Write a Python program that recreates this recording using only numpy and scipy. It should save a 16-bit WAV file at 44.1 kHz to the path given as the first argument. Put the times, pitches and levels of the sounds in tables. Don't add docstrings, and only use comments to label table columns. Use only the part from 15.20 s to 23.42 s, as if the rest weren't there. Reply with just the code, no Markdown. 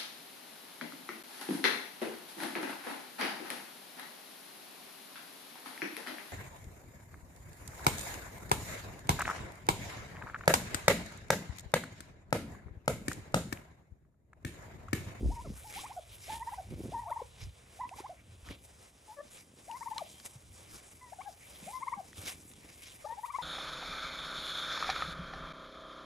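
import sys
import numpy as np
from scipy import signal
from scipy.fft import rfft, irfft
from scipy.io import wavfile

SR = 44100
rng = np.random.default_rng(int(sys.argv[2]) if len(sys.argv) > 2 else 0)


def file_out(sig):
    cols = np.atleast_2d(sig).T
    lim = np.clip(cols, -1, 1)
    pcm = np.round(lim * 32767).astype(np.int16)
    wavfile.write(sys.argv[1], SR, pcm)


N = 362502
TIME = np.arange(N) / SR


def from_db(db):
    return 10 ** (np.asarray(db) / 20)


def rms_one(x):
    return x / np.sqrt(np.mean(x ** 2) + 1e-20)


def in_time(rows, t):
    s, *columns = np.transpose(rows)
    return [np.interp(t, s, column) for column in columns]


def drift(rate_hz):
    step = 40
    pole = np.exp(-2 * np.pi * rate_hz * step / SR)
    noise = rng.standard_normal(N // step + 2002)
    slow = signal.lfilter([1], [1, -2 * pole, pole * pole], noise)[2000:]
    return np.interp(np.arange(N) / step, np.arange(len(slow)), rms_one(slow))


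def band(x, low_hz, high_hz):
    return signal.sosfilt(signal.butter(2, [low_hz, high_hz], "band", fs=SR, output="sos"), x)


def grains(per_s, spread_db):
    sizes = from_db(spread_db * np.minimum(rng.exponential(1, (2, N)), 5))
    sizes *= rng.choice([-1, 1], (2, N))
    return rms_one(sizes * (rng.random((2, N)) < per_s / SR))


def coloured(source, spectrum, lag_share=.55):
    # f/Hz, side over mid level/dB
    width = [(2400, -2.5), (4000, -8.5), (6500, -17.5), (8200, -5.5), (11500, 1.5), (13300, 24.5)]
    log_f = np.log(np.arange(1, N // 2 + 2) * SR / N)
    level_db, side_db = [np.interp(log_f, np.log(np.array(p)[:, 0]), np.array(p)[:, 1])
                         for p in (spectrum, width)]
    mid, own = rfft(source)
    side = -1j * lag_share * mid + np.sqrt(1 - lag_share ** 2) * own
    shaped = irfft([mid, side] * from_db([level_db, level_db + side_db]), N)
    mid, side = shaped / np.sqrt(np.mean(shaped[0] ** 2))
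    return np.array([mid + side, mid - side])


def swells(rows, under_db):
    rise_over_fall, roundness = 1.2, 1.75
    power = from_db(2 * np.asarray(under_db)) * np.ones(N)
    for s, fall_ms, *peak_db in rows:
        near = slice(max(round((s - .6) * SR), 0), round((s + .6) * SR))
        t = (TIME[near] - s) * 1000 / fall_ms
        fall_db = -10 * np.where(t < 0, -t / rise_over_fall, t) ** roundness
        power[..., near] += from_db(2 * (np.array(peak_db)[:, None] + fall_db)).squeeze()
    return np.sqrt(power)


def air():
    # f/Hz, relative level/dB
    leaves = [(290, -0.5), (500, 10), (1400, 1), (9880, 0), (12000, -16), (14000, -24)]
    level_db = -66.5 + 3 * drift(6)
    return from_db(level_db) * coloured(rng.standard_normal((2, N)), leaves)


def songbird():
    # t/s, length/ms, f/Hz, level/dB
    s, ms, hz, level_db = (4.905, 125, 3170, -63)
    shape = np.clip(1 - (2 * (TIME - s) * 1000 / ms - 1) ** 2, 0, 1)
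    whistle = np.sin(2 * np.pi * hz * TIME + 2 * drift(30))
    return from_db(level_db + 3 * drift(40)) * shape * whistle


def knocks():
    # t/s, level/dB, ring f/Hz
    jolts = [(0.029, -33.5, 378), (0.088, -34, 313), (0.302, -35, 190), (1.448, -47, 90), (2.803, -39, 371),
             (3.092, -48, 96), (3.118, -45.5, 97), (3.228, -47, 67), (5.157, -45, 127), (6.426, -46.5, 200),
             (6.466, -47, 187), (6.773, -46, 192), (6.984, -41.5, 98)]
    swell_cycles = 0.76
    out = np.zeros(N)
    for s, level_db, hz in jolts:
        turns = hz * TIME[:SR // 10]
        envelope = turns / swell_cycles * np.exp(1 - turns / swell_cycles)
        out[round(s * SR):][:len(turns)] += from_db(level_db) * envelope * np.sin(2 * np.pi * turns)
    return out


def wind():
    # peak t/s, fall by 10 dB/ms, rumble level/dB, lumps level/dB
    gusts = [(0.06, 76, -37.5, -40), (0.3, 58, -47.5, -50.5), (1.17, 40, -52, -59.5),
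             (1.53, 41, -47, -44.5), (1.65, 96, -56, -42), (2.26, 42, -43.5, -66), (3.31, 27, -49.5, -48.5),
             (5.3, 93, -57, -84), (7.03, 73, -82, -56)]
    # t/s, rumble level/dB, lumps level/dB
    breeze = [(0.0, -46.5, -56), (0.6, -61.5, -89), (1.8, -55.5, -106), (2.5, -64, -71), (3.4, -62, -64.5),
              (3.85, -71, -73.5), (4.3, -70.5, -65), (5.45, -66, -68.5), (6.3, -65.5, -69.5),
              (7.3, -62.5, -62), (8.22, -70, -81)]
    rumble_gain, lumps_gain = swells(gusts, in_time(breeze, TIME))
    strong = from_db(np.interp(20 * np.log10(rumble_gain), [-64, -38], [-20, -3]))
    noise = rng.standard_normal((2, N))
    rumble = rms_one(band(band(noise, 50.7, 112), 43.0, 238))
    deep = rms_one(band(band(noise[::-1], 38, 66.0), 46, 83))
    lumps = rms_one(band(band(grains(230, 2.8), 70, 340), 70, 700)) * from_db(1.5 * drift(15))
    mid, own = rumble_gain * (rumble + 3.2 * strong * deep) + lumps_gain * lumps
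    side = strong * band(own - 0.82 * mid, 79, 176)
    return np.array([mid + side, mid - side])


def snaps(burst_ms=0.55, ring_ms=1.54, ring_db=-3):
    # t/s, level/dB, ring f/Hz
    twigs = [(2.692, -37, 2600), (3.288, -37.5, 1860), (4.5136, -34.5, 2870), (4.7813, -21, 4090),
             (5, -39, 4600), (6.9307, -40.5, 1900), (7.315, -44, 3700), (7.336, -42, 7200)]
    out, t = np.zeros((2, N)), TIME[:SR // 40] * 1000
    for (s, level_db, hz), noise in zip(twigs, rng.standard_normal((len(twigs), 2, len(t)))):
        port_noise = (noise[0] + 0.55 * noise[1] * [[1], [-1]]) / 2
        burst = t / burst_ms * np.exp(1 - t / burst_ms) * port_noise
        ring = from_db(ring_db) * np.exp(-t / ring_ms) * np.sin(2 * np.pi * hz * t / 1000)
        out[:, round(s * SR):][:, :len(t)] += from_db(level_db) * (burst + ring)
    return band(out, 670, 6800)


def steps(patchy_db=3.0):
    # f/Hz, relative level per Hz/dB
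    grass = [(600, -4.5), (1380, -8), (1790, -8), (2300, -0.5), (2660, -5.5), (4160, -3), (11600, -5.5),
             (14000, -31.5)]
    # peak t/s, fall by 10 dB/ms, level/dB
    strides = [(0.4, 27, -55.5), (0.58, 115, -48), (1.12, 85, -48.5), (1.32, 50, -54), (1.51, 10, -53.5),
               (1.905, 34, -58), (2.21, 60, -54), (2.79, 32, -48), (3.31, 40, -48), (3.45, 22, -58),
               (4.16, 70, -55.5), (4.52, 121, -59), (5.06, 12.5, -42), (5.56, 42, -56), (6.34, 97, -65.5),
               (6.51, 147, -54), (6.99, 26, -50.5), (7.075, 65, -45), (7.5, 11, -53.5), (7.7, 118, -57.5)]
    # t/s, level/dB
    shuffle = [(0.0, -59), (1.45, -63), (1.7, -60), (2.35, -65.5), (3.0, -64), (3.85, -71.5), (4.0, -65.5),
               (4.33, -86), (4.65, -59), (4.95, -59), (5.15, -64), (6.9, -64.5), (7.45, -62), (8.22, -57.5)]
    # t/s, relative level/dB
    treble = [(1.12, -1.5), (2.8, -6.5), (3.3, -8), (3.6, 0.5), (7.3, -1)]
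    clumped_per_s = 9000 * from_db(3 * drift(25))
    blades = rfft(coloured(grains(clumped_per_s, 3.7), grass))
    octave = np.log2(np.arange(1, N // 2 + 2) * SR / N / 350)
    treble_db = in_time(treble, TIME)[0]
    rustle = 0
    for k in range(9):
        share = np.interp(octave / .65, np.arange(9), np.arange(9) == k)
        band_db = patchy_db * drift(8.1) + treble_db * (k > 5)
        rustle = rustle + irfft(blades * share, N) * from_db(band_db)
    return swells(strides, in_time(shuffle, TIME)[0]) * from_db(1.18 * drift(12.3)) * rustle


def held_notes():
    # t/s, length/ms, f after the scoop/Hz, f at the end/Hz, level/dB, throb depth/0-1
    openers = [(0.099, 51.5, 897, 966, -40, .1), (0.435, 95, 878, 850, -50, .1),
               (1.076, 113.5, 838, 960, -38.5, 0.18), (1.717, 128, 905, 949, -34.5, 0.7),
               (2.589, 82.7, 993, 1024, -35, 0.73), (4.478, 102, 880, 1070, -37.5, 0.16),
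               (6.463, 66, 777, 1000, -41.5, .1)]
    scoop_ms, scoop_semitones, scoop_db = 27, -8, -10.5
    wobble_semitones, wobble_ms, wobble_decay_ms = 0.78, 53, 46
    hold_fade_db, release_ms, release_db, throb_per_s = -1.5, 34, -9.5, 69.5
    for s, ms, hz, end_hz, level_db, throb in openers:
        t = np.arange(round(ms * SR / 1000)) * 1000 / SR
        after = np.maximum(t - scoop_ms, 0)
        swing = np.cos(2 * np.pi * after / wobble_ms) * np.exp(-after / wobble_decay_ms)
        scoop = scoop_semitones * np.maximum(1 - t / scoop_ms, 0) ** 1.374
        bend = scoop + wobble_semitones * swing
        pitch_hz = np.interp(t, [scoop_ms, ms], [hz, end_hz]) * 2 ** (bend / 12)
        shape_db = np.interp(t, [0, scoop_ms, ms - release_ms, ms],
                             [scoop_db, 0, hold_fade_db, release_db])
        beat = 1 - np.clip(throb, 0, 1) * t / ms * np.cos(np.pi * throb_per_s * t / 1000) ** 2
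        yield s, pitch_hz, from_db(level_db + shape_db) * beat * signal.windows.tukey(len(t), .1)


def bent_note(ms, hz, start, end, level_db, place):
    break_share = [(1, 0), (3, 1), (7.5, 1), (9, 0)]
    break_at, break_ms, break_semitones, break_dip = .66, 2.5, 2.1, .45
    u = np.linspace(0, 1, round(ms * SR / 1000))
    warp = np.log(.5) / np.log(np.clip(place, .1, .9))
    height = from_db(level_db) * np.abs(np.sin(np.pi * u ** warp)) ** 0.92
    bend = (2 * u - 1) * (start * (u - 1) + end * u)
    x = (u - break_at) * ms / break_ms
    jump = np.interp(end - start, *np.transpose(break_share))
    bend += break_semitones * jump * (np.tanh(x) / 2 + .5 - u)
    return hz * 2 ** (bend / 12), height * (1 - break_dip * jump * np.exp(-x ** 2))


def notes():
    # t/s, length/ms, middle f/Hz, glide/semitones, level/dB, place of the peak/0-1
    glides = [(0.154, 69, 959, 1.5, -41, 0.45), (0.242, 39, 601, -8.5, -46, 0.47),
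              (0.554, 50, 880, 10.5, -42, 0.52), (0.626, 43.5, 871, 11.5, -39, 0.62),
              (0.694, 35, 846, 9, -42, 0.39), (1.197, 42, 943, 2, -37.5, 0.53),
              (1.26, 37, 940, 1.5, -35.5, 0.6), (1.314, 34, 887, 4.5, -34.5, 0.63),
              (1.845, 50, 914, 8, -38.5, 0.56), (1.868, 30, 686, 0.8, -37.5, 0.55),
              (1.895, 19, 625, -7, -37.5, 0.39), (1.91, 24, 957, 3, -30, 0.52),
              (1.958, 23, 926, 2, -31, 0.62), (1.975, 36, 1056, -9, -35.5, 0.81),
              (2.016, 13, 518, 1.5, -37, 0.5), (2.711, 36, 830, 10.5, -43.5, 0.44),
              (2.775, 37, 876, 9.5, -42.5, 0.58), (2.835, 36.6, 880, 9.5, -40, 0.59),
              (3.877, 74, 930, 2, -49, 0.4), (3.963, 54, 583, 0.5, -40, 0.62),
              (4.607, 31, 973, 4, -35.5, 0.42), (4.655, 35.4, 960, 3, -36, 0.47),
              (4.707, 34, 940, 3.5, -35.5, 0.5), (4.759, 44, 1004, 7, -37.5, 0.38),
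              (4.785, 44.8, 892, -13, -34, 0.8), (5.81, 105, 997, -1.5, -52.5, 0.2),
              (5.914, 25, 750, 5, -42, 0.73), (5.984, 33.6, 804, 4, -40.5, 0.46),
              (6.005, 16.3, 1093, 2, -41.5, 0.65), (6.523, 66, 1034, 1, -35.5, 0.58),
              (6.597, 43, 975, 2.5, -32.5, 0.78), (6.656, 34, 972, 3.5, -32.5, 0.79),
              (6.712, 33.5, 1020, 3, -32.5, 0.67), (7.841, 16, 616, 0, -37, 0.63),
              (7.853, 28.7, 852, 1.5, -37, 0.57), (7.884, 67, 932, 1, -37.5, 0.47),
              (7.908, 28, 554, -5, -49.5, 0.4), (7.96, 42, 840, 2, -36.5, 0.77),
              (8.032, 31.8, 1048, 5.5, -33.5, 0.37), (8.073, 43, 1027, 5, -37.5, 0.68),
              (8.127, 40.6, 1058, 2.5, -30.5, 0.74)]
    # t/s, length/ms, middle f/Hz, level/dB, place of the peak/0-1
    closers = [(0.758, 42.6, 730, -36, 0.64), (1.373, 41, 787, -37, 0.5), (2.894, 47, 717, -42, 0.17),
               (6.047, 57, 812, -40, 0.59), (6.757, 56.5, 841, -36, 0.7), (8.186, 38, 1000, -34.5, 0)]
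    early_share = 0.387
    arch_start, arch_end = -2.68, -5.5
    yield from held_notes()
    for s, ms, hz, glide, level_db, place in glides:
        start, end = -early_share * glide, (1 - early_share) * glide
        yield s, *bent_note(ms, hz, start, end, level_db, place)
    for s, ms, hz, level_db, place in closers:
        yield s, *bent_note(ms, hz, arch_start, arch_end, level_db, place)


def syrinx(pitch_hz, height, overtone_db, honk_db=-11, low_db=-9):
    # octave f/Hz, relative level/dB
    throat = [(1500, -28), (2100, -12.5), (2500, -3.5)]
    phase = 2 * np.pi * np.cumsum(pitch_hz) / SR
    octave = from_db(np.interp(2 * pitch_hz, *np.transpose(throat)) + overtone_db[:len(phase)])
    octave += from_db(low_db) * (np.median(pitch_hz) < 650)
    third = from_db(honk_db) * (np.max(pitch_hz) < 680 and len(phase) > SR / 25)
    return height * (np.sin(phase) + octave * np.sin(2 * phase) + third * np.sin(3 * phase))


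def turkeys(flutter_db=2.3, echo_db=-12.5, echo_ms=25):
    # t/s, left over right level/dB, octave relative level/dB
    caller = [(.2, 2, -10.5), (1.0, -2, 6), (2.0, 3.5, -8), (2.7, -2.5, -3.5), (4.5, 7.5, -4.5),
              (5.85, 2, 8.5), (5.92, 10, 6), (6.5, 5.5, -1.5), (8.2, 8, -2)]
    pan_db, octave_db = in_time(caller, TIME)
    calls = np.zeros(N + SR)
    flicker_db = np.pad(octave_db + 3.5 * drift(30), (0, SR))
    waver = 2 ** (np.pad(.3 * drift(25), (0, SR)) / 12)
    for s, pitch_hz, height in notes():
        start = round(s * SR)
        wavering_hz = pitch_hz * waver[start:][:len(pitch_hz)]
        calls[start:][:len(pitch_hz)] += syrinx(wavering_hz, height, flicker_db[start:])
    calls = calls[:N] * from_db(flutter_db * drift(60))
    decay = np.exp(-TIME[:SR // 5] * 1000 / echo_ms)
    tail = rng.standard_normal((2, SR // 5)) * decay * (1 - decay)
    tail /= np.sqrt(np.sum(tail ** 2, axis=1, keepdims=True))
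    echo = signal.fftconvolve(calls[None], tail, axes=1)[:, :N]
    left = from_db(pan_db)
    direct = calls * 2 * np.array([left, np.ones(N)]) / (1 + left)
    return direct + from_db(echo_db) * echo


def scene():
    return air() + songbird() + knocks() + wind() + snaps() + steps() + turkeys()


def record(dry):
    dipped = dry - .5 * signal.lfilter(*signal.iirpeak(4350, 7, fs=SR), dry)
    return signal.sosfilt(signal.cheby2(12, 70, 15735, fs=SR, output="sos"), dipped)


dry = scene()
out = record(dry)
file_out(out)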